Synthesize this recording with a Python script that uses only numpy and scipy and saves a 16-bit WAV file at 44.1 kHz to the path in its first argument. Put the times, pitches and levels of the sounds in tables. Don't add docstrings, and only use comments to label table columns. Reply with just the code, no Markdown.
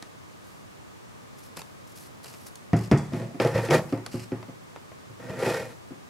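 import sys
import numpy as np
from scipy import signal
from scipy.fft import rfft, irfft, next_fast_len
from scipy.io import wavfile
from scipy.ndimage import map_coordinates

SR = 44100
rng = np.random.default_rng(int(sys.argv[2]) if len(sys.argv) > 2 else 0)


def bounce(signal):
    frames = np.transpose(np.atleast_2d(signal))
    limited = np.clip(frames, -1, 1)
    pcm = np.round(limited * 32767).astype(np.int16)
    wavfile.write(sys.argv[1], SR, pcm)


N = 268569
RING = np.arange(SR // 2) / SR

# frequency in Hz, level in dB, ring time (t60) in seconds.
WOOD_MODES = [(113.4, -3, 0.32), (146, -.5, 0.21), (188, -5.5, 0.32), (237.3, -3.5, 0.21), (270, -7, 0.19),
              (306.6, -7.5, 0.2), (344.8, -5.5, 0.25), (374.2, -6, 0.21), (456, -24, 0.44),
              (514, -13.5, 0.052), (530, -2.5, 0.19), (654, -5, 0.061), (689, -6, 0.19), (837, -11.5, 0.27)]
# frequency in Hz, level in dB.
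CLACK_EQ = [(200, -3), (500, 2.5), (850, 2), (1250, -2), (1650, -9), (1860, -2), (2500, -12), (3200, -23),
            (6000, -44), (16000, -60)]
# frequency in Hz, left-right likeness (1 is mono).
CLOSE_IMAGE = [(150, 0.98), (600, 1), (1200, 0.96), (2400, 0.93), (4000, 0.83), (8000, 0.78), (13000, 0.23)]


def knocks():
    # start in seconds, thud level in dB, thud centre in Hz, hardness (clack over thud) in dB.
    blows = [(2.732, -10.5, 159, -17), (2.914, -10, 219, -12), (2.928, -9.5, 127, -26),
             (3.134, -25.5, 249, -12), (3.218, -29.5, 233, -11), (3.345, -32, 280, -16),
             (3.4, -20, 512, -2.5), (3.449, -15.5, 484, -15), (3.546, -20.5, 162, -21),
             (3.557, -21.5, 540, -11.5), (3.581, -26, 539, -12), (3.687, -23.5, 350, -8.5),
             (3.708, -20.5, 362, -0.5), (3.74, -19.5, 545, -9), (3.925, -18.5, 282, -16),
             (4.141, -24, 244, -21), (4.166, -35.5, 243, -26), (4.319, -23, 258, -16.5),
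             (4.485, -35.5, 258, -17), (5.097, -41, 137, -27), (5.298, -32, 148, -15.5),
             (5.425, -22.5, 515, -9), (5.461, -21.5, 391, -12.5), (5.502, -26, 490, -10),
             (5.599, -36.5, 136, -14), (5.907, -35.5, 280, -15.5)]
    # frequency in Hz, level in dB.
    tock_eq = [(120, -26), (250, -21), (370, 11.5), (520, -6.5), (700, -6), (900, -17), (1300, -12.5),
               (4000, -49)]
    crack_eq = [(500, 0), (2500, 17), (4000, 3.5), (5200, 9.5), (7000, -5), (11000, -13.5), (16000, -28)]
    out = np.zeros((2, N))
    for start, db, centre_hz, hard_db in blows:
        wood = thud(centre_hz)
        tock = burst(tock_eq, attack=0.0033, t60=0.043, tail_db=-17, tail_t60=0.31)
        clack = burst(CLACK_EQ, attack=0.00068, t60=0.17, tail_db=-0.5, tail_t60=0.46)
        crack = click(crack_eq)
        buzz = amp(-2) * burst(crack_eq, attack=0.0007, t60=0.052, tail_db=1, tail_t60=0.29)
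        tock_db, crack_db = -0.5 + 0.61 * hard_db, -8 + 1.3 * hard_db
        hit = wood + amp(tock_db) * tock + amp(hard_db) * clack + amp(crack_db) * (crack + buzz)
        add(out, start, amp(db) * hit)
    return out


def thud(centre_hz):
    reach_octaves, scatter_db, attack_s, settle_s = 0.78, 3.5, 0.0008, 0.33
    hz, db, t60 = np.transpose(WOOD_MODES)[:, :, None]
    reach = 1 / np.sqrt(1 + (np.log2(hz / centre_hz) / reach_octaves) ** 2)
    reach += amp(-12) * (hz[0] / hz) ** 5
    polarity = (-1) ** np.arange(len(hz))[:, None]
    gains = polarity * reach * amp(db + scatter_db * rng.standard_normal(hz.shape))
    ring = np.sum(gains * decay(t60) * np.sin(2 * np.pi * hz * RING), axis=0)
    damping = 1 - 0.23 * (1 - np.exp(-(RING / settle_s) ** 2))
    punch = amp(8) * decay(t60=0.1) * np.sin(2 * np.pi * centre_hz * RING)
    return unit_hit((ring * damping + punch) * (1 - np.exp(-RING / attack_s)))


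def drags():
    # frequency in Hz, width in Hz, level in dB.
    shell_modes = [(374, 110, -8), (454, 67, 3), (509, 101, 1), (635, 10.4, -0.5), (772, 20, -13),
                   (929, 61, -8.5), (1100, 45, -18.5), (1213, 50, -13.5), (1375, 35, -10),
                   (1534, 48, -12.5), (1843, 107, -10), (2080, 36, -18.5), (2185, 14, -12.5),
                   (2430, 13, -8), (2487, 95, -20.5), (3590, 24, -25), (4190, 20.6, -28), (5200, 69, -22.5),
                   (5700, 53, -27)]
    # frequency in Hz, level in dB.
    grit_eq = [(1650, -15), (2800, -6), (5440, -7.5), (5890, -9.5), (6970, -9), (9820, -13), (11300, -11.5),
               (14700, -25), (16000, -45)]
    pressed_modes = [(hz, 5 / t60, db) for hz, db, t60 in WOOD_MODES]

    def shell_response(f):
        return resonances(shell_modes, f) / np.sqrt(1 + (300 / (f + 1)) ** 6)

    def wood_response(f):
        return resonances(pressed_modes, f) * 1j * f / (110 + 1j * f) / (1 + 1j * f / 250)

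    ridges = unit(amp(1.9 * wobble(rate=90)))
    friction = ridges * stick_slip(rate=1400, smooth=0.96)
    dust = stick_slip(rate=650, smooth=1.0)
    scrape = unit(filtered(friction, shell_response))
    rumble = unit(filtered(friction, wood_response))
    grit = unit(equalised(friction + 0.65 * dust, grit_eq))
    scrape_gain, rumble_gain, grit_gain = push_envelopes()
    return scrape_gain * scrape + rumble_gain * rumble + grit_gain * grit


def push_envelopes():
    # start in seconds, speeding up in seconds, slowing down in seconds, peak scrape in dB,
    # then rumble and grit in dB relative to that peak.
    pushes = [(3.124, 0.021, 0.17, -40.5, 9.5, -11), (3.4, .018, .19, -28.5, -6.5, -14),
              (3.531, 0.044, 0.082, -25, -10, -21.5), (3.6, 0.056, 0.064, -31.5, -9, -13),
              (3.704, 0.03, 0.078, -18.5, -3, -15), (5.2, 0.18, 0.18, -39, -3, -18),
              (5.39, 0.092, 0.25, -26.5, -15, -14)]
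    swell_db, roundness = 26, 1.48
    gains = np.zeros((3, N))
    for start, rise, fall, db, rumble_db, grit_db in pushes:
        t = np.arange(N) / SR - start
        from_peak = np.interp(t, [0, rise, rise + fall], [0.44, 0, 1])
        speed_db = -swell_db * from_peak ** roundness
        levels = db + np.array([speed_db, rumble_db + 0.55 * speed_db, grit_db + 0.85 * speed_db])
        gains = np.maximum(gains, amp(levels) * gate(t, rise + fall, attack=0.0035, release=0.0088))
    return gains


def stick_slip(rate, smooth):
    jerks = (rng.random(N) < rate / SR) * rng.standard_normal((2, N))
    bed = smooth * rng.standard_normal((2, N))
    return unit(stereo(unit(jerks) + bed, CLOSE_IMAGE))


def taps():
    # start in seconds, clack level in dB, snap level in dB, snap tilt in dB per octave.
    touches = [(0.025, -42.5, -44.5, -0.5), (1.570, -40, -43, 5), (1.591, -42.5, -46, 21),
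               (1.617, -50, -44.5, -4), (2.245, -48.5, -48.5, -1), (2.338, -51, -53, 0),
               (2.556, -69, -47, 5), (3.976, -43, -60, 4), (4.063, -39, -39, 1), (4.428, -42, -52, -8.5),
               (4.761, -40, -51, -8), (4.917, -45.5, -66, -15)]
    # frequency in Hz, level in dB.
    snap_eq = [(300, -27), (800, 3.5), (2500, 9), (5000, 12), (8000, 4.5), (11000, 4), (16000, -27)]
    out = np.zeros((2, N))
    for start, clack_db, snap_db, tilt in touches:
        tilted_eq = [(hz, db + tilt * np.log2(hz)) for hz, db in snap_eq]
        clack = burst(CLACK_EQ, attack=0.00045, t60=0.029, tail_db=-9, tail_t60=0.12)
        scuff = amp(-6.5) * burst(tilted_eq, attack=0.002, t60=0.018, tail_db=-20, tail_t60=0.22)
        add(out, start, amp(clack_db) * clack + amp(snap_db) * (click(tilted_eq) + scuff))
    return out


def clinks():
    # start in seconds, ring level in dB.
    jumps = [(2.765, -50.5), (2.915, -48), (2.975, -49), (2.983, -50.5)]
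    # frequency in Hz, level in dB, ring time (t60) in seconds.
    metal_modes = [(3380, -1, 0.33), (4700, 2, .42), (5150, -1, .25), (5980, -6, .2), (6720, 3, .2),
                   (7150, -6, .06), (7800, 1, .07), (8650, 0, .087), (11100, -9, .06)]
    # frequency in Hz, level in dB.
    rattle_eq = [(2000, -20), (5000, 1.5), (7500, 1), (11000, -7), (16000, -27)]
    hz, mode_db, t60 = np.transpose(metal_modes)[:, :, None]
    out = np.zeros((2, N))
    for start, db in jumps:
        phase = rng.uniform(0, 2 * np.pi, hz.shape)
        spread = 0.47 * rng.standard_normal((2,) + hz.shape)
        gains = amp(mode_db + 2 * rng.standard_normal(hz.shape))
        partials = gains * decay(t60) * np.sin(2 * np.pi * hz * RING + phase + spread)
        ring = unit_hit(np.sum(partials, axis=1))
        rattle = amp(5) * burst(rattle_eq, attack=0.00061, t60=0.031, tail_db=-18, tail_t60=0.63)
        add(out, start, amp(db) * (ring + rattle))
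    return out


def rubs():
    # start in seconds, length in seconds, level in dB.
    sleeve_sweeps = [(.45, .15, -61), (1.387, .018, -53), (1.44, .035, -52.5), (1.877, 0.039, -54),
                     (1.965, 0.094, -48.5), (2.24, 0.21, -52), (2.472, .004, -45)]
    finger_slides = [(1.576, .025, -41.5), (2.265, 0.075, -48), (2.775, 0.086, -47), (3.895, 0.062, -53),
                     (4.12, 0.12, -44)]
    # frequency in Hz, level in dB.
    cloth_eq = [(300, 2), (1500, 2), (3000, -0.5), (5300, 6.5), (7000, 3), (9500, 4), (11500, 7),
                (13200, 1), (14500, -10), (16000, -4)]
    skin_eq = [(200, 7), (700, 0), (1800, -3), (2750, 2.5), (3600, -9.5), (4500, 0.5), (5250, 1),
               (6200, -5), (8500, -4), (10000, -12), (11700, -5), (14000, -22), (16000, -23)]
    sleeve = brush(sleeve_sweeps, cloth_eq, rough_db=2.8, catch_rate=1510, smooth=1.9)
    fingers = brush(finger_slides, skin_eq, rough_db=4.3, catch_rate=1220, smooth=0.88)
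    return sleeve + fingers


def brush(strokes, eq, rough_db, catch_rate, smooth):
    sag_db = 5
    envelope = np.zeros(N)
    for start, length, db in strokes:
        t = np.arange(N) / SR - start
        progress = np.clip(t / length, 0, 1)
        envelope += amp(db - sag_db * progress) * gate(t, length, attack=0.01, release=0.021)
    hiss = equalised(stick_slip(catch_rate, smooth), eq)
    flutter = amp(rough_db * wobble(rate=220))
    return envelope * unit(flutter * hiss)


def room(x):
    # frequency in Hz, t60 in seconds.
    decay_times = [(100, 0.59), (500, 0.4), (2500, 0.11), (12000, 0.73)]
    # frequency in Hz, left-right likeness.
    room_image = [(100, 1), (500, 1), (1200, 0.33), (5000, 0.13)]
    hz, t, bands = signal.stft(rng.standard_normal((2, SR // 2)), SR, nperseg=256)
    bands *= amp(-60 * t / along(decay_times, hz)[:, None])
    tail = stereo(signal.istft(bands, SR, nperseg=256)[1], room_image)
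    delayed = np.pad(x, ((0, 0), (SR // 100, 0)))
    return signal.fftconvolve(delayed, tail / np.linalg.norm(tail[0]), axes=1)[:, :N]


def air():
    # frequency in Hz, level in dB.
    air_eq = [(12, -59), (20, -29), (42, -7), (74, -10), (95, 0.5), (203, -4.5), (554, -9.5), (603, -9),
              (733, -11.5), (1250, -9), (1350, -15), (1470, -13.5), (2800, -20), (7230, -23),
              (15800, -34.5)]
    # frequency in Hz, side over mid in dB.
    side_eq = [(60, 5), (110, 4.5), (200, 7), (380, 7), (700, 6), (1290, 2.5), (2380, 4.5), (4400, -1),
               (8120, -2), (15000, -1.5)]
    mid, side = equalised(rng.standard_normal((2, N)), air_eq)
    mid, side = unit(mid), equalised(unit(side), side_eq)
    return np.array([mid + side, mid - side])


def burst(eq, attack, t60, tail_db, tail_t60):
    fade = decay(t60) + amp(tail_db) * decay(tail_t60)
    return unit_hit(contact_noise(eq) * fade * (1 - np.exp(-RING / attack)))


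def click(eq):
    return unit_hit(contact_noise(eq) * decay(t60=0.014))


def contact_noise(eq):
    white = stereo(rng.standard_normal((2, len(RING))), CLOSE_IMAGE)
    return unit(equalised(white, eq))


def resonances(modes, f):
    return sum((-1) ** k * amp(db) * 1j * f * width / (hz * hz - f * f + 1j * f * width)
               for k, (hz, width, db) in enumerate(modes))


def stereo(pair, image):
    angle = lambda hz: np.arccos(np.clip(along(image, hz), -1, 1)) / 2
    mid, side = filtered(pair, lambda hz: np.array([np.cos(angle(hz)), np.sin(angle(hz))]))
    return np.array([mid + side, mid - side])


def filtered(x, response):
    n = x.shape[-1]
    padded = next_fast_len(n + SR // 2)
    return irfft(rfft(x, padded) * response(np.fft.rfftfreq(padded, 1 / SR)), padded)[..., :n]


def equalised(x, eq):
    return filtered(x, lambda hz: amp(along(eq, hz)))


def along(points, hz):
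    freqs, values = np.transpose(points)
    return np.interp(np.log(hz + 1), np.log(freqs + 1), values)


def wobble(rate):
    return map_coordinates(rng.standard_normal(int(N * rate / SR) + 4), [np.arange(N) * rate / SR])


def gate(t, length, attack, release):
    return np.exp(-(np.minimum(t, 0) / attack) ** 2 - (np.maximum(t - length, 0) / release) ** 2)


def decay(t60):
    return amp(-60 * RING / t60)


def amp(db):
    return 10 ** (np.asarray(db) / 20)


def unit(x):
    return x / np.sqrt(np.mean(x ** 2) + 1e-20)


def unit_hit(x):
    return x / np.sqrt(np.mean(np.sum(x ** 2, axis=-1)) / (SR / 100))


def add(track, start, sound):
    part = track[:, round(start * SR):][:, :len(RING)]
    part += sound[..., :part.shape[1]]


def scene():
    handling = rubs() + knocks() + taps() + clinks() + drags()
    return handling + amp(-11) * room(handling) + amp(-52.5) * air()


def record(dry):
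    low_cut_hz, top_hz = 55, 15800
    thinned = signal.sosfilt(signal.butter(5, low_cut_hz, "highpass", fs=SR, output="sos"), dry)
    return filtered(thinned, lambda hz: hz < top_hz)


dry = scene()
out = record(dry)
bounce(out)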